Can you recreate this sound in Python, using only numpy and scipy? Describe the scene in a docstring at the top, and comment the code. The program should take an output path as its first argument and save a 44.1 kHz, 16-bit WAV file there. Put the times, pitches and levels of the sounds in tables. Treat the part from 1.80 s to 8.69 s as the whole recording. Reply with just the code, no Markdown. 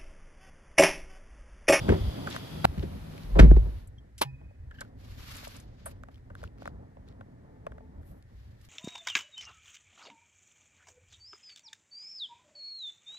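"""Car door, from inside the cabin

A door opens, someone climbs in and pulls it shut: noise bursts ring the panel and crack at the latch,
two low tones make the beating boom of cabin air, and a ten-millisecond burst of noise swells and stops dead.
A dashboard switch rattles and rings, trim resonances tick, grainy noise is cloth on the seat, a motor drones.
Behind: a hum, open-air hiss, street rumble, garage murmur and the two tones of a far horn.
Every source is a pair of rows: mid and side, or direct and scattered at the microphone ports."""
import sys
import numpy as np
from scipy import signal
from scipy.fft import rfft, irfft
from scipy.io import wavfile
from scipy.ndimage import uniform_filter1d

SR = 44100
rng = np.random.default_rng(int(sys.argv[2]) if len(sys.argv) > 2 else 0)


def store_pcm(level_fs):
    """Save levels as 16-bit WAV."""
    pcm = np.round(np.clip(level_fs, -1, 1) * 32767).astype(np.int16)
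    wavfile.write(sys.argv[1], SR, np.atleast_2d(pcm).T)


def invert_db(level):
    """Linear amplitude ratio for a level in decibels (20 dB per decade), elementwise."""
    return 10 ** (np.asarray(level, dtype=float) / 20)


N = 303779   # length in samples

# Spectra give relative levels: the shaped noise is scaled to rms 1 afterwards.
# Blows on the door: (time [s], body peak [dB], latch crack peak [dB], ring [s], hardness [dB per octave])
DOOR_BLOWS = [(0.082, -13.5, -38, 0.043, 0.5), (0.092, -8.5, -28.5, 0.17, 0), (0.119, -15, -34.5, 0.2, 5),
              (0.976, -23.5, -48, 0.07, -9), (1.025, -26.5, -45.5, 0.12, -3.5),
              (1.554, -18.5, -52, 0.45, 5), (1.589, -4, -12, 0.095, 1), (1.622, -7, -30, 0.18, -2),
              (1.711, -9, -37.5, 0.031, 0.5), (1.764, -18.5, -43.5, 0.041, 1.5),
              (1.855, -39, -58, 0.26, 2.5), (2.632, -38.5, -76, 0.12, -8)]
# Panel resonances: (frequency [Hz], width before damping [Hz], relative level [dB])
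PANEL_MODES = [(59.7, 20, 1.5), (93.3, 14, -0.5), (120.7, 19, 0), (164, 38, -0.5), (237.8, 45, -6),
               (326, 50, -5), (401, 62, -7), (510, 100, -14.5), (648.4, 70, -19), (833, 270, -27)]
# Spectrum of the latch crack: (frequency [Hz], relative level per Hz [dB])
LATCH_SPECTRUM = [(350, -35), (800, -0.5), (1900, 5), (3000, -4.5), (6000, -16), (14000, -31),
                  (16000, -53.5)]
GRIT_DB, LATCH_SNAP_S, LATCH_TAIL_DB = 2.5, .022, -7
LATCH_LONGER = 1.5   # the crack outlasts the shake of the panel

# Cabin air squeezed by the door: swells, sags while held, then dies; the pitch climbs as the gap closes
BOOM_TOP_S, BOOM_HOLD_S, BOOM_DB = 1.62, 0.11, -8
BOOM_RISE, BOOM_SAG, BOOM_FALL = 230, 32, 122   # dB per s
BOOM_OPEN_HZ, BOOM_SHUT_HZ, BOOM_CLIMB_S = 44.2, 53.1, .09
BEAT_HZ, BEAT_TOP_S, BEAT_SHARE = 12.5, 1.63, .4

# Spectrum of the noise burst: (frequency [Hz], relative level per Hz [dB])
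BURST_SPECTRUM = [(59, -30.5), (100, 4.5), (1400, -5.5), (1760, -13.5), (4960, -20.5), (5750, -35.5),
                  (11300, -32.5), (15500, -51.5)]
BURST_S, BURST_END_S, BURST_DB, BURST_SWELL_DB = .8437, .8541, -7.5, 15

# Spectrum of the switch rattle: (frequency [Hz], relative level per Hz [dB])
SWITCH_SPECTRUM = [(88, -34), (150, -6.5), (668, -9), (844, -2), (1130, -6), (1400, -14), (4140, -12.5),
                   (8170, -21.5), (10900, -14.5), (15000, -29), (16200, -61.5)]
# Small metal parts of the switch: (frequency [Hz], relative level [dB], fall by 60 dB [s])
SWITCH_RINGS = [(134, -4.5, 0.39), (815, -17.5, 0.12), (980, -33, 0.3), (1787, -30, 0.2), (2500, -33, 0.68),
                (2520, -36, 0.83), (4960, -42, 0.2)]
SWITCH_S, SWITCH_RISE_S, SWITCH_DB, SWITCH_FADE_S = 2.412, 0.007, -11, 0.066
SWITCH_GRIT_DB, SWITCH_HIGH_FADE_S = 3.5, .18
RINGS_AFTER_S, RINGS_DB = .037, -35.5

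# Clear ticks of the trim: (time [s], peak [dB], hardness [dB per octave], ring [s])
TRIM_TICKS = [(0.0905, -19.5, 2, 0.012), (0.471, -26.5, 6.5, 0.032), (0.542, -34, 1, 0.06),
              (0.563, -24.5, 10.5, 0.013), (2.612, -55, -7, 0.041), (2.708, -56, -8.5, 0.036),
              (2.911, -46, 8.5, 0.027), (3.01, -34, 4, 0.049), (3.049, -52, 10, .02),
              (3.628, -44.5, -1, 0.033), (3.671, -40.5, -15, 0.022), (4.058, -35.5, 1.5, 0.077),
              (4.235, -37, 7, 0.01), (4.285, -46, -0.5, 0.025), (4.501, -45, 1, 0.029),
              (4.552, -37.5, 13.5, 0.0076), (4.63, -40.5, -2, 0.0053), (4.638, -35.5, 5.5, 0.012),
              (4.82, -39.5, -2, 0.016), (4.856, -34.5, -1.5, 0.014), (4.876, -29, 3, 0.0063),
              (5.169, -47, -16, 0.014), (5.409, -39.5, -1.5, 0.021), (5.866, -30.5, -1.5, 0.022),
              (5.919, -43.5, 3, 0.016), (5.981, -44.5, -2.5, 0.016), (6.005, -50, -16, 0.027),
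              (6.231, -57.5, 12, .012)]
# Trim resonances: (frequency [Hz], width [Hz], relative level [dB])
TRIM_MODES = [(564, 140, 17.5), (1107, 280, 7), (1484, 330, 11), (1960, 110, -20.5), (2490, 180, -27),
              (3263, 280, -19), (4330, 330, -30.5)]
EDGE_DB = -16   # bright edge of a tick of no hardness
# Thin bright snaps: (time [s], peak [dB], ring [s], lowest frequency [Hz])
BRIGHT_SNAPS = [(.501, -40.5, 0.025, 2500), (2.072, -49, 0.037, 7000), (2.378, -42, 0.18, 1460),
                (3.0063, -36, 0.032, 2500), (3.519, -45, .015, 8500), (3.5548, -42, .012, 5000),
                (3.566, -38.5, 0.027, 5000), (3.676, -41.5, 0.027, 4000), (3.764, -45.5, 0.033, 4000),
                (3.798, -47, .04, 4000), (4.056, -34, 0.081, 8000), (6.425, -56, .008, 600),
                (6.812, -57.5, 0.033, 1990), (6.848, -54, 0.028, 2010)]
# Short squeaks: (time [s], peak [dB], pitch [Hz])
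SHORT_SQUEAKS = [(2.179, -57, 3240), (2.908, -46.5, 1680), (2.94, -55, 1690), (2.952, -57, 1690),
                 (2.984, -46.5, 1650), ]
SQUEAK_S, SQUEAK_FADE_S = .018, 0.051
SQUEAK_OVER, SQUEAK_OVER_DB = 1.76, -15.5   # overtone: ratio to the pitch, gain
# Fainter crackles at random in the short rubs: least peak over the rustle level, spread, ring
FIDGET_COUNT, FIDGET_LONGEST_S = 40, .2
FIDGET_DB, FIDGET_SPREAD_DB, FIDGET_RING_S = 13, 3.5, 0.0056

# Cloth rubbing on the seat: (start [s], length [s], rustle level [dB], sheen level [dB])
CLOTH_RUBS = [(0.459, 0.15, -47, -64), (0.96, 0.1, -61, -85), (1.301, 0.17, -61.5, -74),
              (2.906, 0.2, -69.5, -81.5), (3.159, 0.44, -61, -71), (3.372, 0.49, -52.5, -62),
              (3.829, 0.38, -69, -90.5), (4.05, 0.078, -70, -69), (4.305, 0.1, -74, -85.5),
              (4.545, 0.15, -65.5, -81), (4.774, 0.14, -64.5, -82), (5.257, 0.072, -70.5, -101),
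              (6.207, 0.22, -80.5, -74.5), (6.441, 0.45, -74.5, -86), (6.785, 0.22, -71, -77)]
# Spectrum of the rustle: (frequency [Hz], relative level per Hz [dB])
CLOTH_SPECTRUM = [(410, -35), (700, -10.5), (1140, -3), (4610, -5.5), (7500, -17), (9750, -60),
                  (16500, -120)]
# Spectrum of its bright sheen: (frequency [Hz], relative level per Hz [dB])
SHEEN_SPECTRUM = [(4410, -29), (7500, -5.5), (12800, 8.5), (14100, -7), (15500, -18.5)]
RUB_TOP_SHARE, RUB_ROUND = 0.41, 0.74   # where a stroke is loudest, how blunt it is
# Spectrum of the steady faint hiss: (frequency [Hz], relative level per Hz [dB])
STILL_SPECTRUM = [(700, -10.5), (1200, -11), (1800, 3), (2600, -12.5), (7000, -19), (14000, -26.5),
                  (16000, -42)]
STILL_DB = -76

PUMP_HZ, PUMP_WIDTH_HZ, PUMP_DB, PUMP_ON_S, PUMP_OFF_S = 253.2, 16, -65.5, 2.92, 6.42
HUM_HZ, HUM_WIDTH_HZ, HUM_ON_S, HUM_OFF_S = 157, 8.0, 0.7, 1.9
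HUM_DB, HUM_SAG_DB_PER_S = -42.5, 8

# Spectrum of the open-air hiss: (frequency [Hz], relative level per Hz [dB])
AIR_SPECTRUM = [(410, -29), (700, -1), (2110, -6.5), (4130, -9), (8000, -22), (12100, -14), (14000, -23.5),
                (15500, -53)]
# Whistling bands in the early open air: (frequency [Hz], width [Hz], relative level [dB])
WHISTLE_BANDS = [(3320, 350, 4.5), (4767, 200, 1)]
AIR_DB, AIR_LATER_DB, WHISTLE_DB, WHISTLE_SAG_DB_PER_S = -54, -59.5, -57, 6.5
AIR_FADE_S, AIR_FADE_DB_PER_S, AIR_STOP_S, AIR_STOP_DB_PER_S = 1.53, 11.5, 2.003, 162

# Spectrum of the street rumble: (frequency [Hz], relative level per Hz [dB])
RUMBLE_SPECTRUM = [(15, -30), (25, -9), (59, 1.5), (120, -5), (160, -29.5), (260, -120)]
# Course of the street rumble: (time [s], level [dB])
RUMBLE_COURSE = [(0, -40.5), (.25, -33), (.4, -53), (.7, -55), (.9, -40), (1.1, -40), (1.3, -51),
                 (2.1, -45.5), (2.35, -56.5), (2.65, -49), (3.6, -48), (4.2, -53), (4.7, -49), (5.7, -56),
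                 (6.41, -54), (6.6, -48)]
# Spectrum of the garage murmur: (frequency [Hz], relative level per Hz [dB])
GARAGE_SPECTRUM = [(53, -30), (90, -0.5), (269, -8.5), (340, -15), (592, -20), (1500, -35), (1950, -62),
                   (3300, -120)]
# Murmur: sinks to the open-door level, drops as the door seals, rises at 2.92 s, drops suddenly at 6.42 s
MURMUR_START_DB, MURMUR_SINK_DB_PER_S, MURMUR_OPEN_DB = -36, 10, -47
MURMUR_SHUT_DB, MURMUR_RAISED_DB, SEAL_S, SEAL_FADE_S = -61.5, -54.5, 1.826, 0.22
# The body shudders after the slam; rise and fall in dB per s
SHUDDER_S, SHUDDER_DB, SHUDDER_MURMUR_DB, SHUDDER_RISE, SHUDDER_FALL = 1.75, -26.5, -42, 99, 93

# Partials of the far horn: (frequency [Hz], level before its wavering [dB])
HORN_PARTIALS = [(436.0, -69.5), (872.1, -75.5)]
HORN_ON_S, HORN_OFF_S = 5.66, 6.1

# Side against mid inside the cabin: (frequency [Hz], level [dB])
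PORT_BALANCE = [(60, -14.5), (200, -8.5), (600, 4), (1300, -0.5), (4000, 0.5), (15000, -4)]
SCATTER_DB = -7   # scattered part against the direct part in the side row
SIDE_LOW_DB, SIDE_TURN_HZ = -15, 450


def thuds():
    """Each blow shakes the panel resonances, the high ones more if it is hard, and cracks at the latch."""
    out = np.zeros((2, N))
    for s, peak_db, crack_db, ring_s, hard_db in DOOR_BLOWS:
        shake = burst(ring_s, rise_s=0.0015, size=16000)
        shake[:, 40:72] += .7 * np.hanning(32)   # the first contact is a single padded knock
        damping = 0.75 / ring_s   # a short blow is held by the seal: broader resonances
        body = 0
        for k, (hz, width, db) in enumerate(PANEL_MODES):
            mode = resonance(resonance(shake, hz, width + damping), hz, 1.7 * hz)
            body = body + invert_db(db + hard_db * np.log2(hz / 250)) * mode * (-1) ** k
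        add(out, s, body, peak_db)
        grit = invert_db(GRIT_DB * np.repeat(rng.standard_normal(200), 80))   # the latch parts chatter unevenly
        grit[30:50] *= 4.0   # and meet first with a sharp click
        snap = invert_db(LATCH_TAIL_DB) + np.exp(-np.arange(16000) / SR / LATCH_SNAP_S)
        crack = burst(LATCH_LONGER * ring_s, rise_s=0.0025, size=16000) * grit * snap
        add(out, s, coloured(crack, LATCH_SPECTRUM)[:, :15000], crack_db)
    return out


def boom():
    """The cabin's air mode and a weaker, lower body mode beat against each other."""
    t = np.arange(N) / SR
    climb_s = BOOM_TOP_S - BOOM_CLIMB_S
    hz = np.interp(t, [climb_s, BOOM_TOP_S], [BOOM_OPEN_HZ, BOOM_SHUT_HZ])
    phase = 2 * np.pi * (np.cumsum(hz) / SR - BOOM_OPEN_HZ * climb_s)
    swell = peak_at(BOOM_TOP_S, BOOM_RISE, BOOM_SAG)
    release = peak_at(BOOM_TOP_S + BOOM_HOLD_S, 0, BOOM_FALL - BOOM_SAG)
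    height = np.sqrt(2) * invert_db(BOOM_DB) * swell * release
    slip = 2 * np.pi * BEAT_HZ * (t - BEAT_TOP_S)
    mid = height * (np.sin(phase) + BEAT_SHARE * np.sin(phase - slip))
    return np.array([mid, 1.1 * np.roll(mid, 290)])   # the side row comes 290 samples later


def noise_burst():
    """A ten-millisecond burst of shaped noise that swells and stops dead."""
    out = np.zeros((2, N))
    size = round((BURST_END_S - BURST_S) * SR)
    noise = coloured(rng.standard_normal((2, 4096)), BURST_SPECTRUM)[:, :size]
    add(out, BURST_S, noise * invert_db(np.linspace(-BURST_SWELL_DB, 0, size)), BURST_DB)
    return out


def switch():
    """Contacts rattle briefly and leave small metal parts ringing; two close modes beat."""
    out = np.zeros((2, N))
    t = np.arange(40000) / SR
    grit = invert_db(SWITCH_GRIT_DB * np.repeat(rng.standard_normal(2000), 20))
    rattle = coloured(burst(SWITCH_FADE_S, SWITCH_RISE_S, size=40000) * grit, SWITCH_SPECTRUM)
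    high = band(rattle, low_hz=2500, high_hz=18040)
    rattle = rattle - high * (1 - invert_db(-60 * t / SWITCH_HIGH_FADE_S))   # the treble dies first
    add(out, SWITCH_S, rattle[:, :20000], SWITCH_DB)
    start = rng.uniform(0, 2 * np.pi, (2, 1))
    rings = sum(invert_db(db - 60 * t / t60) * np.sin(2 * np.pi * hz * t + start) for hz, db, t60 in SWITCH_RINGS)
    rings = rings * flicker(10, 2.2)[:40000] * np.minimum(t / .01, 1)
    add(out, SWITCH_S + RINGS_AFTER_S, rings, RINGS_DB)
    return out


def ticks():
    """Short noise taps excite the trim; lone resonances crackle under the cloth, and snaps are filtered noise."""
    out = np.zeros((2, N))
    for s, peak_db, hard_db, ring_s in TRIM_TICKS:
        tap = burst(ring_s, rise_s=.06 * ring_s, size=4000)   # longer ticks swell more softly
        tap[:, 8] += 2.5   # the first contact is a single sharp click
        add(out, s, trim(tap, hard_db), peak_db)
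    short = [rub for rub in CLOTH_RUBS if rub[1] < FIDGET_LONGEST_S]
    for stroke, place, chance, pitch in rng.random((FIDGET_COUNT, 4)):
        s, length, rustle_db, _ = short[int(stroke * len(short))]
        crackle = resonance(burst(FIDGET_RING_S, rise_s=0.0005, size=1500), 1000 * 4 ** pitch, 500)
        place_db = 10 * np.log10(np.sin(np.pi * place) + .01)   # weaker towards the ends of a stroke
        spread_db = -FIDGET_SPREAD_DB * np.log(1 - .95 * chance)
        add(out, s + place * length, crackle, rustle_db + place_db + FIDGET_DB + spread_db)
    for s, peak_db, ring_s, low_hz in BRIGHT_SNAPS:
        snap = burst(ring_s, rise_s=min(.08 * ring_s, .004), size=9000)
        snap = band(band(snap, low_hz, high_hz=11500), low_hz, high_hz=12000)
        add(out, s, snap, peak_db)
    return out + squeaks()


def trim(tap, hard_db):
    """The trim modes ring, the high ones and the bright edge more under a hard contact."""
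    body = 0
    for k, (hz, width, db) in enumerate(TRIM_MODES):
        mode = resonance(resonance(tap, hz, width), hz, 5.0 * width)
        body = body + invert_db(db + hard_db * np.log2(hz / 1200)) * mode * (-1) ** k
    body = band(band(body, low_hz=298, high_hz=7045), low_hz=200, high_hz=8950)
    edge = band(tap * np.exp(-np.arange(tap.shape[1]) / 56.0), low_hz=2210, high_hz=10500)
    return body + invert_db(EDGE_DB + 0.73 * hard_db) * edge


def squeaks():
    """A short slip of noise rings one pitch and a weaker overtone."""
    out = np.zeros((2, N))
    for s, peak_db, hz in SHORT_SQUEAKS:
        slip = burst(SQUEAK_FADE_S, rise_s=0.0023, size=round(SQUEAK_S * SR))
        slip = np.pad(slip, ((0, 0), (0, 900)))   # room to ring out
        over_hz = SQUEAK_OVER * hz
        tone = resonance(resonance(slip, hz, 170), hz, 170)
        over = resonance(resonance(slip, over_hz, 300), over_hz, 300)
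        add(out, s, tone + invert_db(SQUEAK_OVER_DB) * over, peak_db)
    return out


def rustle():
    """Fibres slip in dense grains over a smooth hiss; short strokes catch more. A faint steady hiss lies below."""
    catching = flicker(60, 2.6)
    _, length, cloth_db, sheen_db = np.transpose(CLOTH_RUBS)
    uneven = strokes() * catching ** np.minimum(0.4 / length[:, None], 1.5)
    grains = invert_db(3 * np.minimum(rng.exponential(1, N), 5)) * (rng.random(N) < 900 / SR)   # 900 per s
    rub = rng.standard_normal((2, N)) * (1 + 2.5 * uniform_filter1d(grains, size=12))
    cloth = invert_db(cloth_db) @ uneven * coloured(rub, CLOTH_SPECTRUM)
    sheen = invert_db(sheen_db) @ uneven * coloured(rub, SHEEN_SPECTRUM)
    still = invert_db(STILL_DB) * coloured(rng.standard_normal((2, N)), STILL_SPECTRUM)
    return cloth + sheen + still


def strokes():
    """Each rub swells and fades by one shape; rows of 0-1."""
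    t = np.arange(N) / SR
    rows = []
    for s, length, *_ in CLOTH_RUBS:
        rows.append(np.interp(t, [s, s + RUB_TOP_SHARE * length, s + length], [0, 1, 0]) ** RUB_ROUND)
    return np.array(rows)


def pump():
    """A small motor drones between two times: noise narrowed around one pitch."""
    running = gate(PUMP_ON_S, PUMP_OFF_S, size=3000)
    drone = resonance(rng.standard_normal((2, N)), PUMP_HZ, PUMP_WIDTH_HZ)
    drone = resonance(drone, PUMP_HZ, 2 * PUMP_WIDTH_HZ)
    return invert_db(PUMP_DB) * running * rms_one(drone)


def hum():
    """A sagging hum: a steady sine made to waver by narrow noise at the same pitch."""
    t = np.arange(N) / SR
    height = invert_db(HUM_DB) * peak_at(HUM_ON_S, 0, HUM_SAG_DB_PER_S) * gate(HUM_ON_S, HUM_OFF_S, size=1500)
    waver = rms_one(resonance(rng.standard_normal(N), HUM_HZ, HUM_WIDTH_HZ))
    tone = height * rms_one(np.sin(2 * np.pi * HUM_HZ * t) + 0.46 * waver)
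    return np.array([tone, tone])


def open_air():
    """Far hiss, with whistling bands until the noise burst stops, then abruptly lower and plain; fades, then stops."""
    early = np.arange(N) / SR < BURST_END_S
    white = rng.standard_normal((2, N))
    bands = rms_one(sum(invert_db(db) * resonance(white, hz, width) for hz, width, db in WHISTLE_BANDS))
    whistle = early * invert_db(WHISTLE_DB) * peak_at(0, 0, WHISTLE_SAG_DB_PER_S) * bands
    fade = peak_at(AIR_FADE_S, 0, AIR_FADE_DB_PER_S) * peak_at(AIR_STOP_S, 0, AIR_STOP_DB_PER_S)
    return invert_db(np.where(early, AIR_DB, AIR_LATER_DB)) * fade * coloured(white, AIR_SPECTRUM) + whistle


def outside():
    """Lumpy street rumble and the garage murmur, both low noise; both swell as the slammed body shudders."""
    t = np.arange(N) / SR
    rumble_db = np.interp(t, *np.transpose(RUMBLE_COURSE))
    open_db = np.maximum(MURMUR_START_DB - MURMUR_SINK_DB_PER_S * t, MURMUR_OPEN_DB)
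    raised = gate(PUMP_ON_S, PUMP_OFF_S, size=1500)
    shut_db = MURMUR_SHUT_DB + (MURMUR_RAISED_DB - MURMUR_SHUT_DB) * raised
    murmur_db = open_db + (shut_db - open_db) * np.clip((t - SEAL_S) / SEAL_FADE_S, 0, 1)
    shudder = peak_at(SHUDDER_S, SHUDDER_RISE, SHUDDER_FALL)
    rumble = coloured(rng.standard_normal((2, N)), RUMBLE_SPECTRUM) * flicker(rate=10.0, depth_db=3.5)
    murmur = coloured(rng.standard_normal((2, N)), GARAGE_SPECTRUM) * flicker(rate=8.0, depth_db=2.2)
    rumble_gain = np.hypot(invert_db(rumble_db), invert_db(SHUDDER_DB) * shudder)
    murmur_gain = np.hypot(invert_db(murmur_db), invert_db(SHUDDER_MURMUR_DB) * shudder)
    return rumble_gain * rumble + murmur_gain * murmur


def horn():
    """Two partials of a far horn, steady in pitch and wavering in level."""
    t = np.arange(N) / SR
    blown = gate(HORN_ON_S, HORN_OFF_S, size=2500) * flicker(rate=14.0, depth_db=5.0)
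    tone = blown * sum(np.sqrt(2) * invert_db(db) * np.sin(2 * np.pi * hz * t) for hz, db in HORN_PARTIALS)
    return np.array([tone, tone])


def ports(source):
    """Cabin sound reaches the microphone ports a quarter cycle apart in the side row; a part is scattered."""
    direct, scattered = source
    side = invert_db(SCATTER_DB) * rfft(scattered) - 1j * rfft(direct)
    return np.array([direct, irfft(side * spectrum_gain(PORT_BALANCE, N), N)])


def rms_one(x):
    """Scales x to rms 1."""
    return x / np.sqrt(np.mean(x ** 2) + 1e-20)


def spectrum_gain(spectrum, size):
    """Gain at each FFT bin, read from (frequency [Hz], level [dB]) on a log frequency scale."""
    hz, db = np.transpose(spectrum)
    grid = np.maximum(np.arange(size // 2 + 1) * SR / size, 1)
    return invert_db(np.interp(np.log(grid), np.log(hz), db))


def coloured(x, spectrum):
    """Shapes the rows of x by a spectrum; rms 1."""
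    size = x.shape[-1]
    return rms_one(irfft(rfft(x) * spectrum_gain(spectrum, size), size))


def flicker(rate, depth_db):
    """A gain that wanders at random about rate times a second, by depth_db rms at its steps."""
    steps = rng.standard_normal(int(N / SR * 60) + 2)   # 60 steps per s
    smooth = rms_one(uniform_filter1d(steps, max(1, round(30 / rate))))
    return invert_db(depth_db * np.interp(np.arange(N) / SR * 60, np.arange(len(steps)), smooth))


def resonance(x, hz, width_hz):
    """Two-pole resonance with gain about 1 on top."""
    r = np.exp(-np.pi * width_hz / SR)
    poles = [1, -2 * r * np.cos(2 * np.pi * hz / SR), r * r]
    return signal.lfilter((1 - r * r) / 2 * np.array([1, 0, -1]), poles, x)


def band(x, low_hz, high_hz):
    """Band-pass filter."""
    sos = signal.butter(2, [low_hz, min(high_hz, .45 * SR)], "band", fs=SR, output="sos")
    return signal.sosfilt(sos, x)


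def burst(fade_s, rise_s, size):
    """Two rows of noise that swell quickly and die 60 dB in fade_s."""
    t = np.arange(size) / SR
    return rng.standard_normal((2, size)) * np.minimum(t / rise_s, 1) * invert_db(-60 * t / max(fade_s, .002))


def gate(on_s, off_s, size):
    """One between two times, with soft edges of size samples."""
    t = np.arange(N) / SR
    return uniform_filter1d(1. * (t > on_s) * (t < off_s), size=size)


def peak_at(top_s, rise, fall):
    """A gain that climbs to 1 at top_s and sinks again, in dB per s; rise 0 holds it at 1 before."""
    t = np.arange(N) / SR - top_s
    return invert_db(np.minimum(rise * t, -fall * t))


def add(out, s, sound, peak_db):
    """Lays a sound into out at s with the given peak in the first row."""
    i = max(round(s * SR), 0)
    sound = sound[:, :N - i]
    out[:, i:i + sound.shape[1]] += sound * invert_db(peak_db) / np.abs(sound[0]).max()


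def scene():
    """Mixes the sources to left and right; the first group is weaker in the side row in the bass."""
    mid, side = boom() + rustle() + hum() + open_air() + horn()
    high = signal.sosfilt(signal.butter(1, SIDE_TURN_HZ, "high", fs=SR, output="sos"), side)
    side = high + invert_db(SIDE_LOW_DB) * (side - high)
    in_cabin = ports(thuds() + noise_burst() + switch() + ticks() + pump() + outside())
    mid, side = np.array([mid, side]) + in_cabin
    return np.array([mid + side, mid - side])


def roll_off(x):
    """The treble ends steeply here."""
    return signal.sosfilt(signal.butter(12, 16160, fs=SR, output="sos"), x)


def record(dry):
    """Peaks are rounded softly."""
    mix = 1.36 * np.tanh(dry / 1.417)
    return roll_off(mix)


dry = scene()
out = record(dry)
store_pcm(out)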